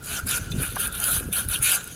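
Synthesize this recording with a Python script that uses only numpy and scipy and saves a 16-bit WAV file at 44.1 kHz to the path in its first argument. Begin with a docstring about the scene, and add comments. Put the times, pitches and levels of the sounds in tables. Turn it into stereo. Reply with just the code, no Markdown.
"""On a roof, a round wire brush is worked into the mouth of a metal stovepipe in short strokes.
Bristle tips skip over the wall and hiss brightly: random slips are filtered to the treble.
More random slips make the wall rasp and the pipe ring; the pole knocks twice, by short noisy contacts.
A short low tone sounds once. Wind buffets the microphones with low noise and single thumps, over a faint hush."""
import sys
import numpy as np
from scipy import signal
from scipy.fft import rfft, irfft, next_fast_len
from scipy.io import wavfile
from scipy.ndimage import uniform_filter1d, map_coordinates

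SR = 44100
rng = np.random.default_rng(int(sys.argv[2]) if len(sys.argv) > 2 else 0)


def pcm_store(signal):
    """Save signal as 16-bit PCM."""
    levels = np.round(np.clip(np.atleast_2d(signal), -1, 1) * 32767)
    wavfile.write(sys.argv[1], SR, levels.astype(np.int16).T)


def boost_factor(decibels):
    """Convert a level in decibels to a linear amplitude factor."""
    exponent = np.asarray(decibels, float) / 20
    return 10 ** exponent


N = 85995  # length in samples


def unit(x):
    """Scales a signal to an average strength (rms) of 1."""
    return x / np.sqrt(np.mean(x ** 2) + 1e-20)


def along(points, hz):
    """Reads a curve of (frequency, value) points on a log frequency axis."""
    f, v = np.transpose(points)
    return np.interp(np.log(hz + 1), np.log(f + 1), v)


def curves(rows):
    """Gives one value per sample for each column after the time."""
    s, *columns = np.transpose(rows)
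    return [np.interp(np.arange(N) / SR, s, column) for column in columns]


def wobble(rate):
    """Draws a smooth random curve with `rate` random points a second."""
    points = rng.standard_normal(int(N * rate / SR) + 4)
    return map_coordinates(points, [np.arange(N) * rate / SR])


def filtered(x, response):
    """Multiplies the spectrum of x by a response that depends on frequency."""
    m = next_fast_len(N + SR // 2)
    return irfft(rfft(x, m) * response(np.fft.rfftfreq(m, 1 / SR)), m)[..., :N]


def left_right(mid, side, side_db):
    """Builds two channels from a part they share and a part that is opposite in them."""
    return np.array([mid + boost_factor(side_db) * side, mid - boost_factor(side_db) * side])


def skips(per_s, spread_db, clump_db):
    """Makes two streams of tiny slips of uneven size that swell in shared clumps."""
    chance, sign, size = rng.random((3, 2, N))
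    slips = (chance < per_s / SR) * np.sign(sign - .5)
    slips = slips * boost_factor(-spread_db * np.log(size + 1e-9))
    return unit(slips * boost_factor(clump_db * (wobble(250) + wobble(40.15))))


def patchy(x, depth_db):
    """Shifts the colour in random patches, as other bristles take over."""
    spectrum = signal.stft(x, nperseg=256)[2]
    field = rng.standard_normal(spectrum.shape[1:])
    field = uniform_filter1d(field, size=5, axis=0)  # smooth over frequency
    field = uniform_filter1d(field, size=12, axis=1)  # smooth over time
    return signal.istft(spectrum * boost_factor(depth_db * unit(field)), nperseg=256)[1][:, :N]


def streaky(x, depth_db):
    """Makes narrow bands stand out for a moment, as single wires and wall modes catch."""
    spectrum = signal.stft(x, nperseg=1024)[2]
    field = uniform_filter1d(rng.standard_normal(spectrum.shape[1:]), size=3, axis=1)
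    gain = boost_factor(depth_db * unit(field))
    return signal.istft(spectrum * unit(gain), nperseg=1024)[1][:, :N]


def far_hush():
    """A faint, steady outdoor hush is noise with a fixed colour, separate left and right."""
    # colour of the hush: (frequency [Hz], relative level [dB])
    air = [(300, -120), (400, 7), (1000, -3), (4000, -5), (8000, -11), (15000, -8)]
    hush = filtered(rng.standard_normal((2, N)), lambda hz: boost_factor(along(air, hz)))
    return boost_factor(-48.5) * unit(hush)


def wind():
    """Low noise buffets both microphones nearly alike; its shared part gives way to single thumps."""
    # strength of the buffeting: (time [s], relative level [dB])
    gusts = [(0.0, -45.5), (0.14, -36), (0.184, -42.5), (0.248, -34.5), (0.324, -36.5), (.47, -35),
             (.53, -28.5), (0.586, -22), (0.662, -41.5), (0.858, -35.5), (0.922, -41.5), (1.14, -34.5),
             (1.28, -32), (1.33, -38.5), (1.438, -39), (1.466, -34), (1.548, -39.5), (1.612, -36),
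             (1.682, -40), (1.91, -46), (1.95, -40.5)]
    # colour of the buffeting: (frequency [Hz], relative level [dB])
    buffet = [(15, -35), (25, -39), (43, 3), (162, -1), (233, -6.5), (264, -9.5), (330, -11.5), (436, -13),
              (700, -27.5), (910, -33), (1540, -120)]
    # strongest gust thumps: (time [s], peak level [dB], frequency [Hz])
    thump_rows = [(0.24, -23.5, 73), (.420, -23, 97), (0.515, -22.5, 132), (0.545, -17, 147),
                  (0.565, -19, 174), (0.587, -16, 120), (.696, -26.5, 77.4), (1.157, -26, 94),
                  (1.184, -23, 72), (1.21, -25.5, 380), (1.228, -30, 200), (1.258, -26, 226),
                  (1.270, -24.5, 84), (1.289, -25, 320), (1.303, -30, 130), (1.467, -23, 74.5),
                  (1.49, -25.5, 89), (1.51, -26, 64.4), (1.605, -23.5, 91)]
    thump_cycles = 0.52  # time from a thump's middle until it has fallen to 1/e, in cycles

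    level_db, = curves(gusts)
    noise = rng.standard_normal((2, N)) * boost_factor(1.88 * wobble(60.12))
    mid, side = filtered(noise, lambda hz: boost_factor(along(buffet, hz)))

    t = np.arange(N) / SR
    cycles = np.array([(t - s) * hz for s, db, hz in thump_rows])
    bell = np.exp(-(cycles / thump_cycles) ** 2)
    peaks = boost_factor(np.array(thump_rows)[:, 1:2])
    thumps = -(peaks * np.cos(2 * np.pi * cycles) * bell).sum(axis=0)

    mid = unit(mid) * (1 - bell.max(axis=0))  # make room for the thumps
    buffeting = left_right(mid, unit(side), side_db=-15.5)
    return boost_factor(level_db - 1) * buffeting + thumps


def knock(start_s, ring_peak_db, rise_s, rattle_t60_s, modes, crack_db):
    """A short rattling contact drives the modes of what it strikes and cracks on its own."""
    t = np.arange(SR // 5) / SR
    envelope = boost_factor(-60 * t / rattle_t60_s) * (1 - np.exp(-(t / rise_s) ** 2))
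    touch = rng.standard_normal((3, len(t))) * envelope
    ring = np.zeros(len(t))
    for hz, db, t60 in modes:
        mode = boost_factor(-60 * t / t60) * np.sin(2 * np.pi * hz * t)
        ring += boost_factor(db) * unit(signal.fftconvolve(touch[0], mode)[:len(t)])
    # the ring is the same left and right, the crack is not
    sound = ring / np.abs(ring).max() + boost_factor(crack_db) * touch[1:]
    return boost_factor(ring_peak_db) * np.pad(sound, [(0, 0), (round(start_s * SR), N)])[:, :N]


def low_tone():
    """A short low tone during a long stroke is one mode driven by a noisy contact."""
    # the mode: (frequency [Hz], relative level [dB], time to fall by 60 dB [s])
    tone = [(550, 0, .09)]
    return knock(1.074, -36, rise_s=.008, rattle_t60_s=.08, modes=tone, crack_db=-40)


def joint_chink():
    """The pole joint chinks: a brief rattle rings its high modes."""
    # modes of the joint: (frequency [Hz], relative level [dB], time to fall by 60 dB [s])
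    joint = [(2536, -9, .04), (3564, 0, .07), (3984, -2, .06)]
    return knock(.5155, -24, rise_s=.002, rattle_t60_s=.022, modes=joint, crack_db=-14)


def rim_bump():
    """The pole bumps the rim: a slower contact rings lower modes that die quickly."""
    # modes of the rim: (frequency [Hz], relative level [dB], time to fall by 60 dB [s])
    rim = [(800, -7, .03), (1020, -8, .02), (1200, 0, .022), (1550, -1, .016)]
    return knock(.762, -20, rise_s=.005, rattle_t60_s=.028, modes=rim, crack_db=-15)


def pipe_ring(hiss_db, ring_db):
    """Slips keep the pipe ringing: each mode answers strongly only near its own frequency."""
    # modes of the pipe: (frequency [Hz], width [Hz], relative level [dB])
    pipe = [(608, 290, -18), (870, 300, -17.5), (1321, 181, -11), (1378.6, 17, 0), (1413, 20, 2.5),
            (1490, 29, -1.5), (1550, 29, -4.5), (1613, 31, -3.5), (1674, 74, -10)]

    def response(f):
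        total = 0
        for k, (centre, width, db) in enumerate(pipe):
            damping = 1j * f * width
            # neighbouring modes have opposite signs
            total = total + (-1) ** k * boost_factor(db) * damping / (centre ** 2 - f ** 2 + damping)
        return total

    slips = skips(per_s=5000, spread_db=2.0, clump_db=1.0) * boost_factor(hiss_db + ring_db)
    ring = boost_factor(22.0) * filtered(slips, response)
    return left_right(*streaky(ring, depth_db=4.0), side_db=-10)


def wall_rasp(hiss_db, low_db, high_db, snap_level):
    """Slips and snaps make the wall rasp, with separate strengths below and above a split."""
    # rasp alike left and right: (frequency [Hz], relative level [dB])
    rasp_mid = [(1060, -26.5), (1800, -8), (1880, -13), (2020, -13), (2460, -0.5), (2680, -2.5),
                (3040, -1.5), (3300, -4.5), (3640, -2.5), (4110, -6), (4760, -9.5), (5440, -15),
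                (6260, -4.5), (7690, -10), (8300, -10), (10800, -27), (18300, -120)]
    # rasp opposite left and right: (frequency [Hz], relative level [dB])
    rasp_side = [(1060, -26), (1800, -28), (2140, -1), (2380, -9), (2630, 3.5), (3260, -22), (3500, -4),
                 (4000, -15), (4850, -0.5), (5270, -15), (6030, -7), (6940, -13), (7690, -4), (8300, -15),
                 (10800, -25), (18300, -120)]
    split_hz = 4700

    slips = patchy(skips(per_s=9000, spread_db=2.0, clump_db=0.43), depth_db=3.0)

    def drive(db):
        return slips * np.hypot(boost_factor(hiss_db + db), boost_factor(-14.5) * snap_level)

    def colour(hz):
        return boost_factor([along(rasp_mid, hz), along(rasp_side, hz)])

    low = filtered(drive(low_db), lambda hz: colour(hz) * (hz < split_hz))
    high = filtered(drive(high_db), lambda hz: colour(hz) * (hz >= split_hz))
    wall = boost_factor(12) * low + boost_factor(15.0) * high
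    return left_right(*streaky(wall, depth_db=4.0), side_db=0)


def bristle_tips(hiss_db, snap_level, snaps):
    """Tips skip over the wall and hiss brightly; each snap opens with a tick."""
    # colour of the hiss: (frequency [Hz], relative level [dB])
    tips = [(7300, -31), (7900, -10.5), (8500, 1.5), (9500, 1), (10800, 0.5), (12500, -2.5), (13500, -4),
            (14500, -6), (15600, -19.5)]
    alike = 0.97  # likeness of the slips left and right, 0 to 1
    right_lead_s, in_step_hz = 0.00032, 10195  # lead of the right; frequency where both are in step

    slips = skips(per_s=16000, spread_db=2.5, clump_db=1) * np.hypot(boost_factor(hiss_db), snap_level)
    shared, opposite = patchy(slips, depth_db=1.0)
    for s, db in snaps:
        shared[round(s * SR)] += boost_factor(db + 8)  # the first bristle of the snap
    turn = np.arccos(alike) / 2
    pair = left_right(np.cos(turn) * shared, np.sin(turn) * opposite, side_db=0)

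    def response(hz):
        colour = boost_factor(along(tips, hz)) * (hz > tips[0][0])
        phase = np.pi * right_lead_s * (hz - in_step_hz) * np.array([[-1], [1]])
        return colour * np.exp(1j * phase)

    return boost_factor(8.5) * filtered(pair, response)


def brush():
    """Each stroke drives the tips, wall and pipe; sudden releases of bristles add to tips and wall."""
    # the strokes: (time [s], relative hiss level [dB], then relative to that hiss:
    # lower wall rasp [dB], upper wall rasp [dB], pipe ring [dB])
    strokes = [(0.0, -69.5, 2, -9, 20), (0.042, -41, -8, -1, -8), (0.102, -33, -2.5, -7, -6),
               (0.19, -33, -7, -3.5, 0), (0.222, -55, 5, 2, 10), (0.254, -49.5, -5, -6, -2.5),
               (0.27, -31, -10, -9, -5), (0.308, -27, -2, -3, -8), (0.38, -27, -8.5, -6.5, -5.5),
               (0.39, -40.5, -4, -2, 1), (0.498, -51, -2, -4, 2.5), (0.52, -37.5, -17, -4, -15),
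               (0.536, -49.5, -1.5, -1, -1.5), (0.63, -27, -9.5, -14.5, -7.5), (0.748, -41, -6, -12, -7.5),
               (0.76, -33, -6, -14, 4), (0.77, -41.5, -2.5, -8, -2), (0.802, -23.5, -13.5, -17.5, -14),
               (0.858, -28, -8, -17, -4.5), (0.912, -51, -0.5, -5.5, 6), (0.928, -36, -9.5, -20, -4.5),
               (1.022, -29.5, -8, -13, -6), (1.056, -23, -12, -14.5, -6.5), (1.112, -21.5, -11, -14, -13),
               (1.152, -21.5, -13.5, -13.5, -12), (1.198, -29.5, -9, -14.5, -5),
               (1.212, -36.5, -10.5, -12, -3.5), (1.31, -50, -9, -12, -2), (1.332, -28.5, -9, -18, -10.5),
               (1.384, -22, -10, -16, -8), (1.476, -47, -5.5, -8, -6.5), (1.488, -32.5, -13, -18, -8.5),
               (1.542, -24, -5, -12.5, -9.5), (1.604, -44.5, -8, -12.5, 0), (1.634, -19, -12, -15, -16.5),
               (1.656, -20, -6, -9, -10), (1.754, -20.5, -11, -10.5, -8), (1.792, -43.5, 1.5, 1.5, 5.5),
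               (1.852, -45, -3, -6.5, -4), (1.95, -43.5, -6, -5, -7)]
    # a bunch of bristles lets go at once: (time [s], relative level [dB])
    snaps = [(0.0253, -39), (0.269, -21), (.290, -19.5), (0.312, -18.5), (.758, -29), (.803, -26),
             (.876, -23), (0.925, -32), (0.951, -26), (0.9777, -30), (1.001, -19.5), (1.04, -15.5),
             (1.0784, -32), (1.1987, -22), (1.328, -21.5), (1.3668, -20), (1.487, -22), (1.513, -24),
             (1.589, -28), (1.626, -19), (1.7442, -31), (1.8416, -31), (1.875, -29)]
    snap_t60_s = 0.028  # time for a snap to fall by 60 dB

    hiss_db, low_db, high_db, ring_db = curves(strokes)
    t = np.arange(N) / SR
    snap_level = np.zeros(N)
    for s, db in snaps:
        snap_level += boost_factor(db - 60 * np.maximum(t - s, 0) / snap_t60_s) * (t > s)

    ring = pipe_ring(hiss_db, ring_db)
    rasp = wall_rasp(hiss_db, low_db, high_db, snap_level)
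    return ring + rasp + bristle_tips(hiss_db, snap_level, snaps)


def scene():
    """Adds hush, wind, a short tone, two knocks and the brush."""
    background = far_hush() + wind()
    knocks = joint_chink() + rim_bump()
    return background + low_tone() + knocks + brush()


def band_limit(x):
    """A steep low-pass at the top of the band."""
    return signal.sosfilt(signal.butter(12, 15800, fs=SR, output="sos"), x)


def record(dry):
    """The camera keeps nothing above its band limit."""
    mix = filtered(dry, lambda hz: hz < 15800)
    return band_limit(mix)


dry = scene()
out = record(dry)
pcm_store(out)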